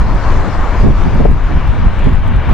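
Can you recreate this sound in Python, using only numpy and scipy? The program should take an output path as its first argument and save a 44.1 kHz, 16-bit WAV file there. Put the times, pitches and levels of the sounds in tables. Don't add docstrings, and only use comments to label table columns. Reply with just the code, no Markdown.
import sys
import numpy as np
from scipy import signal
from scipy.fft import rfft, irfft, next_fast_len
from scipy.io import wavfile
from scipy.ndimage import uniform_filter1d, map_coordinates

SR = 44100
rng = np.random.default_rng(int(sys.argv[2]) if len(sys.argv) > 2 else 0)


def invert_db(level):
    return 10 ** (np.asarray(level, dtype=float) / 20)


def generate_wav(signal):
    frames = np.transpose(np.atleast_2d(signal))
    scaled = np.clip(frames, -1, 1) * 32767
    pcm = np.round(scaled).astype(np.int16)
    wavfile.write(sys.argv[1], SR, pcm)


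N = 111573

# t/s, roar level/dB, fan rush level/dB, hiss level/dB
JET_LEVELS = [(0.02, -27, -39.5, -45.5), (0.04, -28.5, -41.5, -49), (0.3, -22.5, -38, -42.5),
              (0.41, -25, -39, -45), (0.79, -24.5, -37.5, -45), (0.92, -29.5, -41.5, -49),
              (1.02, -25, -36.5, -46), (1.25, -28.5, -39, -49.5), (1.31, -31.5, -43.5, -52.5),
              (1.53, -27.5, -37.5, -50.5), (1.93, -29, -38.5, -53), (2.05, -27.5, -34.5, -52),
              (2.2, -32.5, -40.5, -56), (2.27, -29, -37.5, -55.5), (2.41, -30.5, -36, -56),
              (2.5, -27.5, -33.5, -50.5)]
# f/Hz, relative level/dB
ROAR_SPECTRUM = [(60, -10.5), (200, -2), (450, -4.5), (750, -3), (1050, -1.5), (1500, -8), (2100, -15.5),
                 (3000, -29), (4500, -64), (9000, -120)]
FAN_SPECTRUM = [(900, -63), (1500, 1), (2100, -2.5), (2800, -4.5), (3600, -9.5), (4800, -24.5), (7000, -63),
                (10000, -120)]
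HISS_SPECTRUM = [(1500, -62), (2800, -14.5), (4000, -2), (5500, -4.5), (7000, -9.5), (8500, -18),
                 (11000, -31.5), (16000, -56)]
# f/Hz, likeness (1 = same)
ROAR_LIKENESS = [(200, 1), (900, 0.95), (2700, 0.79)]
FAN_LIKENESS = [(1800, 0.99), (3500, 0.78)]
HISS_LIKENESS = [(3000, 0.77), (5000, 0.28), (8000, 0.067)]
# centre f/Hz, half-width/Hz, level/dB before wobble and panning
WHINE_TONES = [(2296, 63, -46.5), (2870, 66, -66)]
# t/s, level/dB
WIND_LEVELS = [(0.02, -9), (0.1, -13), (0.15, -11.5), (0.19, -18), (0.27, -12.5), (0.38, -10),
               (0.44, -14.5), (0.61, -12.5), (0.73, -14.5), (0.77, -11), (0.92, -2.5), (0.94, -13),
               (1.33, -9.5), (1.42, -16), (1.45, -12.5), (1.48, -16.5), (1.57, -6.5), (1.63, -16),
               (1.69, -7), (1.76, -13), (1.87, -5), (1.95, -16), (1.97, -12), (2.14, -6.5), (2.2, -14),
               (2.31, -10.5), (2.35, -10), (2.38, -5.5), (2.43, -17), (2.51, -5)]
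# f/Hz, relative level/dB
BUFFET_SPECTRUM = [(8, -19.5), (18, 1.5), (45, -2), (70, -8), (120, -14.5), (200, -22), (300, -28.5),
                   (450, -44.5), (800, -56.5), (1500, -120)]
# f/Hz, likeness (1 = same)
BUFFET_LIKENESS = [(25, 0.8), (60, 0.55), (120, 0.35)]
# centre t/s, length/s, level/dB before panning, left over right/dB, rasp over flutter/dB
GUST_EVENTS = [(0.472, 0.056, -22, 9, -15.5), (0.867, .09, -7.5, -5.5, -11.5),
               (1.072, 0.038, -21, -24, -16), (1.152, 0.043, -18, -11.5, -9.5),
               (1.208, 0.055, -8.5, 3.5, -10.5), (1.254, 0.015, -13, 13.5, -2.5),
               (1.299, 0.062, -13, 3, -12), (1.528, 0.055, -23.5, -18, -11.5), (1.792, 0.033, -28, 19, -20),
               (2.072, 0.064, -10.5, -4.5, -17), (2.52, 0.093, -20.5, 9, -15)]
# f/Hz, relative level/dB
FLUTTER_SPECTRUM = [(20, -40), (50, -12), (110, 2.5), (200, 4), (330, -6), (500, -18), (800, -44),
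                    (3000, -120)]
RASP_SPECTRUM = [(150, -37), (300, -4), (500, 1.5), (700, -5), (950, -21.5), (1500, -53), (3000, -120)]


def unit(x):
    return x / np.sqrt(np.mean(x ** 2) + 1e-20)


def along(points, hz):
    f, v = np.transpose(points)
    return np.interp(np.log(hz + 1), np.log(f + 1), v)


def curves(rows):
    s, *cols = np.transpose(rows)
    return [np.interp(np.arange(N) / SR, s, c) for c in cols]


def wobble(rate):
    return map_coordinates(rng.standard_normal(400), [np.arange(N) * rate / SR])


def wobble_pair(rate):
    return np.array([wobble(rate), wobble(rate)])


def sides(pan_db):
    return invert_db(np.array([pan_db / 2, -pan_db / 2]))[:, None]


def filtered(x, response):
    m = next_fast_len(N + 8192)
    return irfft(rfft(x, m) * response(np.fft.rfftfreq(m, 1 / SR)), m)[..., :N]


def rush(spectrum, alike, patchy_db):
    z = signal.stft(rng.standard_normal((2, N)), nperseg=512)[2]
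    field = rng.standard_normal(z.shape[1:])
    field = uniform_filter1d(field, size=6, axis=0)
    field = uniform_filter1d(field, size=10, axis=1)
    pair = signal.istft(z * invert_db(patchy_db * unit(field)), nperseg=512)[1][:, :N]

    def response(hz):
        turn = np.arccos(np.clip(along(alike, hz), -1, 1)) / 2
        return invert_db(along(spectrum, hz)) * [np.cos(turn), np.sin(turn)]

    mid, side = filtered(pair, response)
    return unit(np.array([mid + side, mid - side]))


def jet_roar(level_db):
    return invert_db(level_db + 2.5) * rush(ROAR_SPECTRUM, ROAR_LIKENESS, patchy_db=1.23)


def fan_rush(level_db):
    return invert_db(level_db + 1.5) * rush(FAN_SPECTRUM, FAN_LIKENESS, patchy_db=1.17)


def treble_hiss(level_db):
    flicker_db = 0.2 * wobble(21.13)
    return invert_db(level_db + 1.5 + flicker_db) * rush(HISS_SPECTRUM, HISS_LIKENESS, patchy_db=2.05)


def fan_whine(fan_db):
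    whine = np.zeros(N)
    for hz, width, db in WHINE_TONES:
        gain = invert_db(db + 1.1 * wobble(8.6))
        band = filtered(rng.standard_normal(N), lambda f: 1 / (1 + ((f - hz) / width) ** 2))
        whine += gain * unit(band)
    return whine * invert_db(fan_db - fan_db.mean())


def jets():
    roar_db, fan_db, hiss_db = curves(JET_LEVELS)
    shimmer_db = 0.12 * wobble(9) + 0.31 * wobble(34.77)
    engines = jet_roar(roar_db) + fan_rush(fan_db) + treble_hiss(hiss_db) + fan_whine(fan_db)
    return engines * invert_db(shimmer_db) * sides(4)


def buffeting():
    level_db, = curves(WIND_LEVELS)
    lumps = invert_db(1.3 * wobble_pair(18))
    noise = unit(lumps * rush(BUFFET_SPECTRUM, BUFFET_LIKENESS, patchy_db=0.63))
    return invert_db(level_db + 2.5) * sides(3) * noise


def gusts():
    t = np.arange(N) / SR
    flutter_lumps = invert_db(3.2 * wobble_pair(70))
    flutter = unit(flutter_lumps * rush(FLUTTER_SPECTRUM, [(200, 0.2)], patchy_db=0.1))
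    rasp_lumps = invert_db(5.0 * wobble_pair(90))
    rasp = unit(rasp_lumps * rush(RASP_SPECTRUM, [(500, 0.13)], patchy_db=1.9))
    total = np.zeros((2, N))
    for s, length, db, pan_db, rasp_db in GUST_EVENTS:
        swell = np.exp(-(2 * (t - s) / length) ** 2)
        total += invert_db(db) * sides(pan_db) * swell * (flutter + invert_db(rasp_db) * rasp)
    return total


def wind():
    swing_top = 1.05
    rounded = swing_top * np.tanh(1.103 * (buffeting() + gusts()) / swing_top)
    return filtered(rounded, lambda hz: 1 / (1 + (hz / 1500) ** 4))


def circuit_tone():
    tone_hz, tone_db = 12207, -79
    return invert_db(tone_db) * np.sin(2 * np.pi * tone_hz * np.arange(N) / SR)


def amplifier_hiss():
    hiss_db, pan_db = -61.5, 5.5
    return invert_db(hiss_db) * sides(pan_db) * rng.standard_normal((2, N))


def ticks(x):
    tick_at, rest = 0.84, round(0.007 * SR)
    tick_db, spread_db, tick_t60_s = -27, 7, 0.0005
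    fizz_db, fizz_t60_s = -12.5, 0.0053

    over = np.abs(x) > tick_at
    seen = np.cumsum(over, axis=1)
    seen_before_rest = np.pad(seen, ((0, 0), (rest, 0)))[:, :N]
    first = over & (seen - seen_before_rest == 1)
    kicks = -np.sign(x) * first * invert_db(tick_db + spread_db * rng.uniform(-1.14, 1, (2, N)))

    def dying(t60):
        return signal.lfilter([1], [1, -invert_db(-60 / (t60 * SR))], kicks)

    fizz = invert_db(fizz_db) * dying(fizz_t60_s) * rng.standard_normal((2, N))
    return dying(tick_t60_s) + fizz


def scene():
    gale = wind()
    return jets() + gale


def top_cut(x):
    return signal.sosfilt(signal.butter(12, 15800, fs=SR, output="sos"), x)


def record(dry):
    x = dry + circuit_tone() + amplifier_hiss()
    clip_top = 0.995
    mix = np.clip(x + ticks(x), -clip_top, clip_top)
    return top_cut(mix)


dry = scene()
out = record(dry)
generate_wav(out)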